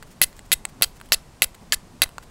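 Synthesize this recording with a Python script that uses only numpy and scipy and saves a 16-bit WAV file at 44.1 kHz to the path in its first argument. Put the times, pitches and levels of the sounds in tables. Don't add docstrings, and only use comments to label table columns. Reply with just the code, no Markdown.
import sys
import numpy as np
from scipy import signal
from scipy.fft import rfft, irfft, next_fast_len
from scipy.io import wavfile

SR = 44100
rng = np.random.default_rng(int(sys.argv[2]) if len(sys.argv) > 2 else 0)


def file_out(sig):
    cols = np.atleast_2d(sig).T
    lim = np.clip(cols, -1, 1)
    pcm = np.round(lim * 32767).astype(np.int16)
    wavfile.write(sys.argv[1], SR, pcm)


N = 101430
SPAN = 16384
AGE = np.arange(SPAN) / SR
TIME = np.arange(N) / SR


def from_db(db):
    return 10 ** (np.asarray(db) / 20)


def add(out, start_s, x):
    i = max(int(start_s * SR), 0)
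    out[i:i + len(x)] += x[:len(out) - i]


def coloured(x, points):
    size = 2 * next_fast_len(len(x))
    hz, gain_db = np.transpose(points)
    bin_hz = np.maximum(np.arange(size // 2 + 1) * SR / size, 1)
    gain = from_db(np.interp(np.log(bin_hz), np.log(hz), gain_db))
    cepstrum = irfft(np.log(gain))
    cepstrum[1:size // 2] *= 2
    cepstrum[size // 2 + 1:] = 0
    response = np.exp(rfft(cepstrum))
    return irfft(rfft(x, size) * response)[:len(x)]


def noise(points):
    x = coloured(rng.standard_normal(N + SPAN), points)[SPAN:]
    return x / x.std()


def ring(force, hz, t60_s):
    decay = from_db(-60 / (t60_s * SR))
    angle = 2 * np.pi * hz / SR
    zeros = [1, -decay * np.cos(angle)]
    poles = [1, -2 * decay * np.cos(angle), decay * decay]
    return signal.lfilter(zeros, poles, force + 1e-18)


def bump(t, centre_s, width_s):
    return np.exp(-.5 * ((t - centre_s) / width_s) ** 2)


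# pitch_hz, level_db
AIR_SPECTRUM = [(12, -14.5), (20, 8.5), (74, -2.5), (154, -3), (328, -10.5), (527, -13), (873, -13.5),
                (1000, -14), (1440, -20.5), (1610, -21), (3950, -26.5), (4420, -25.5), (6360, -27.5),
                (8180, -27), (16000, -41.5)]


def air():
    return from_db(-48) * noise(AIR_SPECTRUM)


# centre_s, width_s, level_db
SLEEVE_RUSTLES = [(.14, 0.12, -53.5), (.6, .03, -51), (.79, 0.05, -47.5), (1.04, 0.046, -57),
                  (1.627, 0.011, -43.5), (1.675, 0.018, -49), (1.83, 0.033, -51.5), (1.95, 0.025, -52)]
# pitch_hz, level_db
SLEEVE_SPECTRUM = [(30, -9), (90, -3.5), (160, 7.5), (290, 0.5), (450, -11.5), (1000, -16), (3000, -30),
                   (16000, -43.5)]


def sleeve():
    swells = sum(from_db(db) * bump(TIME, centre_s, width_s) for centre_s, width_s, db in SLEEVE_RUSTLES)
    return swells * noise(SLEEVE_SPECTRUM)


# centre_s, width_s, level_db
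JACKET_CRINKLES = [(.075, 0.0095, -59), (.12, 0.011, -54.5), (.375, 0.011, -55.5), (0.458, 0.0059, -53.5),
                   (.695, 0.0055, -52.5), (0.819, 0.0019, -47), (.966, 0.0091, -54.5),
                   (1.059, 0.0087, -54.5), (2.233, 0.0061, -50)]
# pitch_hz, level_db
JACKET_SPECTRUM = [(300, -25), (1500, 5.5), (4000, -1.5), (8000, 1), (12000, -4), (16000, -4)]
CRINKLE_ROUGH_DB, CRINKLE_GRAIN_S = 4.5, 0.001


def jacket():
    swells = sum(from_db(db) * bump(TIME, centre_s, width_s) for centre_s, width_s, db in JACKET_CRINKLES)
    rough = np.interp(TIME / CRINKLE_GRAIN_S, np.arange(N), rng.standard_normal(N))
    return swells * from_db(CRINKLE_ROUGH_DB * rough) * noise(JACKET_SPECTRUM)


GRAINS_PER_S, GRAIN_SPREAD_DB = 9000, 5.5


def grit():
    spread = np.clip(rng.standard_normal(SPAN), -2, 2)
    sizes = from_db(GRAIN_SPREAD_DB * spread) * rng.choice([-1, 1], SPAN)
    grains = sizes * (rng.random(SPAN) < GRAINS_PER_S / SR)
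    return grains / grains.std()


# pitch_hz, level_db
CRUSH_SPECTRUM = [(300, -21), (1500, -4), (4000, -1.5)]
CRUSH_DB, CRUSH_DECAY_S = -9, .001


def blow():
    crush = coloured(grit() * np.exp(-AGE / CRUSH_DECAY_S), CRUSH_SPECTRUM)
    return np.where(AGE == 0, 1, from_db(CRUSH_DB) * crush)


# pitch_hz, level_db (relative), t60_s
BODY_MODES = [(1500, -20.5, 0.013), (2044, -8, 0.015), (2644, -4.5, 0.011), (3150, -6, 0.0065),
              (3810, -6.5, 0.0053), (4155, -9, 0.017), (4634, -3, .013), (5370, -14.5, .010),
              (7180, 0, 0.0053), (8080, 6.5, 0.0058), (10630, 2, 0.01), (11010, -0.5, 0.0081),
              (12250, -6, .007), (15200, -14, .007)]
# pitch_hz, level_db (relative), t60_s
STEEL_AFTER_RING = [(4575, -57, .2), (10750, -51, .3), (10930, -51, .3), (11120, -49, .25)]
CLACK_HZ, MIDDLE_LOW_HZ, MIDDLE_HIGH_HZ, SHEEN_HZ = 2000, 4200, 7400, 10500
GRIP_SPREAD_DB, GRIP_DETUNE = 2.0, 0.0043
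DIRECT_DB = 11.5


def steel_on_flint(force, spectrum, clack_db, sheen_db):
    balance = [(CLACK_HZ, clack_db), (MIDDLE_LOW_HZ, 0), (MIDDLE_HIGH_HZ, 0), (SHEEN_HZ, sheen_db)]
    force = coloured(coloured(force, spectrum), balance)
    body = np.zeros(SPAN)
    for hz, db, t60_s in BODY_MODES:
        level_shift, pitch_shift = rng.uniform(-1, 1, 2)
        gain = from_db(db + GRIP_SPREAD_DB * level_shift)
        body += gain * ring(force, hz * (1 + GRIP_DETUNE * pitch_shift), t60_s)
    after = sum(from_db(db) * ring(force, hz, t60_s) for hz, db, t60_s in STEEL_AFTER_RING)
    return from_db(DIRECT_DB) * force + (body + after) / 2


# start_s, level_db (relative), clack_db, sheen_db, pitch_hz
LIGHT_TOUCHES = [(0.0263, -31, 4.5, -13, 1750), (.0310, -37, 5, -5, 1560), (.3290, -41, 2, -14, 1700),
                 (0.3924, -32.5, 3, -14, 2850), (.6524, -15, -3.5, -10.5, 2170),
                 (1.0012, -37.5, -1.5, -11, 1620), (1.0132, -37, 6, -3.5, 2200),
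                 (1.089, -45.5, 5, -2, 3020), (1.5464, -38.5, 5, -8, 2970), (1.55, -37.5, -3, -8, 2320),
                 (2.0605, -42, 13, -20, 2300), (2.0911, -38, 0.5, -6.5, 2930),
                 (2.1822, -24.5, 7.5, -16, 1320), (2.2291, -46.5, 9, -13, 2700)]
# pitch_hz, level_db
TOUCH_SPECTRUM = [(100, -15.5), (500, 2.5), (1000, 8.5), (1500, 7.5), (2300, -3.5), (3600, -2.5),
                  (4650, -4), (5500, -10), (8400, -0.5), (11000, -2.5), (16000, 5.5)]
TOUCH_DB, TOUCH_RING_DB, TOUCH_RING_T60_S = -6.5, 0, 0.0097


def touches():
    out = np.zeros(N)
    for start_s, db, clack_db, sheen_db, hz in LIGHT_TOUCHES:
        tick = steel_on_flint(blow(), TOUCH_SPECTRUM, clack_db, sheen_db)
        tick = tick + from_db(TOUCH_RING_DB) * ring(AGE == 0, hz, TOUCH_RING_T60_S)
        add(out, start_s, from_db(TOUCH_DB + db) * tick)
    return out


# level_db, delay_s, t60_s
SCATTERERS = [(-17, 0.00077, 0.025), (-28, 0.013, 0.12), (-34, 0.028, 0.24)]
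# pitch_hz, level_db
SCATTER_SPECTRUM = [(200, -0.5), (1000, 7), (2700, -4.5), (4400, -3), (6000, -2), (8150, -2.5), (9400, 5.5),
                    (10900, -8.5), (12000, -5), (13800, -6), (16000, -9)]


def clearing(close):
    echoes = np.zeros(SPAN)
    for db, delay_s, t60_s in SCATTERERS:
        echo = rng.standard_normal(SPAN) * (AGE > delay_s) * from_db(-60 * AGE / t60_s)
        echoes += from_db(db) * echo / np.linalg.norm(echo)
    return signal.fftconvolve(close, coloured(echoes, SCATTER_SPECTRUM))[:N]


# start_s, level_db
HAND_KNOCKS = [(0.215, -27.5), (.518, -46), (0.813, -28.5), (.8224, -29.5), (1.1214, -38), (1.4204, -30),
               (1.7216, -52.5), (2.021, -25)]
# pitch_hz, level_db (relative to the knock), t60_s
HAND_RESONANCES = [(186.6, 3, 0.0073), (580, 3.5, 0.0063)]


def knocks():
    out = np.zeros(N)
    for start_s, level_db in HAND_KNOCKS:
        for hz, db, t60_s in HAND_RESONANCES:
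            add(out, start_s, -from_db(level_db + db) * ring(AGE == 0, hz, t60_s))
    return out


# centre_s, level_db (relative), pitch_hz (squeak)
EDGE_BITES = [(.2247, 8, 11000), (.2305, 5, 10900), (.2330, 6, 11150), (.2380, 3, 8200), (.2400, 6, 10900),
              (.5223, 5, 3700), (.5287, 9, 11200), (.5303, 7, 11400), (.5325, 7, 10700), (.5366, 5, 8000),
              (.8312, 5, 10800), (.8360, 4, 11200), (.8402, 6, 4500), (1.1312, 8, 11200),
              (1.1376, 4, 10950), (1.1444, 5, 4600), (1.4275, 3, 10650), (1.4294, 8, 10900),
              (1.4438, 2, 8100), (1.7433, 3, 11000), (2.0240, 8, 4600), (2.0352, 3, 10800),
              (2.0388, 4, 11100)]
BITE_WIDTH_S, SCRAPE_RISE_S, SCRAPE_RELEASE_S = 0.0013 / 2, 0.0027, 0.00069


def scrape(start_s, length_s):
    rise = 1 - np.exp(-AGE / SCRAPE_RISE_S)
    release = np.exp(-np.maximum(AGE - length_s, 0) / SCRAPE_RELEASE_S)
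    surges = sum(from_db(db) ** 2 * bump(start_s + AGE, centre_s, BITE_WIDTH_S)
                 for centre_s, db, _ in EDGE_BITES)
    return grit() * rise * release * np.sqrt(1 + surges / 2)


CHATTER_DB, CHATTER_T60_S, CHATTER_CENTRE_S, CHATTER_WIDTH_S = -35, .008, .0075, .004


def chatter(hz):
    force = grit() * bump(AGE, CHATTER_CENTRE_S, CHATTER_WIDTH_S)
    return from_db(CHATTER_DB) * ring(force, hz, CHATTER_T60_S)


PUFF_DB, PUFF_DELAY_S, PUFF_WIDTH_S = -33.5, .0395, 0.0027
REFILL_DB, REFILL_DELAY_S, REFILL_WIDTH_S = -37, 0.053, .009


def puff():
    suction = from_db(PUFF_DB) * bump(AGE, PUFF_DELAY_S, PUFF_WIDTH_S)
    refill = from_db(REFILL_DB) * bump(AGE, REFILL_DELAY_S, REFILL_WIDTH_S)
    return refill - suction


# start_s, crack_db, scrape_length_s, scrape_db, crack_clack_db, crack_sheen_db,
# scrape_clack_db, scrape_sheen_db, chatter_hz, chatter_db
STRIKER_STROKES = [(.2160, 0.5, 0.027, -0.5, 0.5, 6, 0, 2.5, 3370, -4),
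                   (.5180, -2, 0.022, -1.5, -1.5, -10.5, 1.5, 2.5, 3700, 1.5),
                   (0.822, 3, 0.024, -2, -1, 4, 3, -3, 4380, 7),
                   (1.1211, 3, 0.025, 2, -0.5, -4, 0, -2.5, 5380, 5),
                   (1.4206, 2, 0.025, -2.5, 2.5, -1, 2.5, 1, 2850, -28),
                   (1.7229, 0, 0.023, 0, -4, -11.5, -2.5, -1.5, 1600, 4),
                   (2.019, -2, 0.022, -2.5, 6.5, 4, 8.5, -2.5, 3900, 4)]
# pitch_hz, level_db
CRACK_SPECTRUM = [(100, -3), (300, -5), (600, 3), (950, -7), (1800, 3.5), (4000, -0.5), (7000, -5.5),
                  (9400, -16.5), (11000, -1), (13000, -0.5), (16000, -5.5)]
# pitch_hz, level_db
SCRAPE_SPECTRUM = [(100, -9.5), (300, -10.5), (600, -7), (950, -9), (1800, -5.5), (4000, 0.5), (7000, -2.5),
                   (9400, -4), (11000, 0.5), (13000, -4.5), (16000, -3.5)]
CRACK_DB, SCRAPE_DB = -6.5, -36.5


def strokes():
    out = np.zeros(N)
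    for (start_s, crack_db, length_s, scrape_db, crack_clack_db, crack_sheen_db,
         scrape_clack_db, scrape_sheen_db, chatter_hz, chatter_db) in STRIKER_STROKES:
        crack = steel_on_flint(blow(), CRACK_SPECTRUM, crack_clack_db, crack_sheen_db)
        friction = scrape(start_s, length_s)
        slide = steel_on_flint(friction, SCRAPE_SPECTRUM, scrape_clack_db, scrape_sheen_db)
        add(out, start_s, from_db(CRACK_DB + crack_db) * crack)
        add(out, start_s, from_db(SCRAPE_DB + scrape_db) * slide)
        add(out, start_s, from_db(chatter_db) * chatter(chatter_hz) + puff())
    return out


SQUEAK_DB, SQUEAK_WIDTH_S = -21, .0007
WOBBLE_DEPTH, WOBBLE_S = .025, 0.00063


def squeaks():
    out = np.zeros(N)
    for centre_s, db, hz in EDGE_BITES:
        wobble = np.interp((TIME - centre_s) / WOBBLE_S, np.arange(-10, 10), rng.standard_normal(20))
        phase = 2 * np.pi * np.cumsum(hz * (1 + WOBBLE_DEPTH * wobble)) / SR
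        out += from_db(SQUEAK_DB + db) * bump(TIME, centre_s, SQUEAK_WIDTH_S) * np.sin(phase)
    return out


def scene():
    background = air() + sleeve() + jacket()
    close = touches() + knocks() + strokes() + squeaks()
    return (close + clearing(close) + background)[None]


OVERLOAD, CUTOFF_HZ = .92, 15750


def record(dry):
    clipped = np.clip(dry, -OVERLOAD, OVERLOAD)
    low_pass = signal.ellip(10, .2, 70, CUTOFF_HZ, fs=SR, output="sos")
    return signal.sosfilt(low_pass, clipped)


dry = scene()
out = record(dry)
file_out(out)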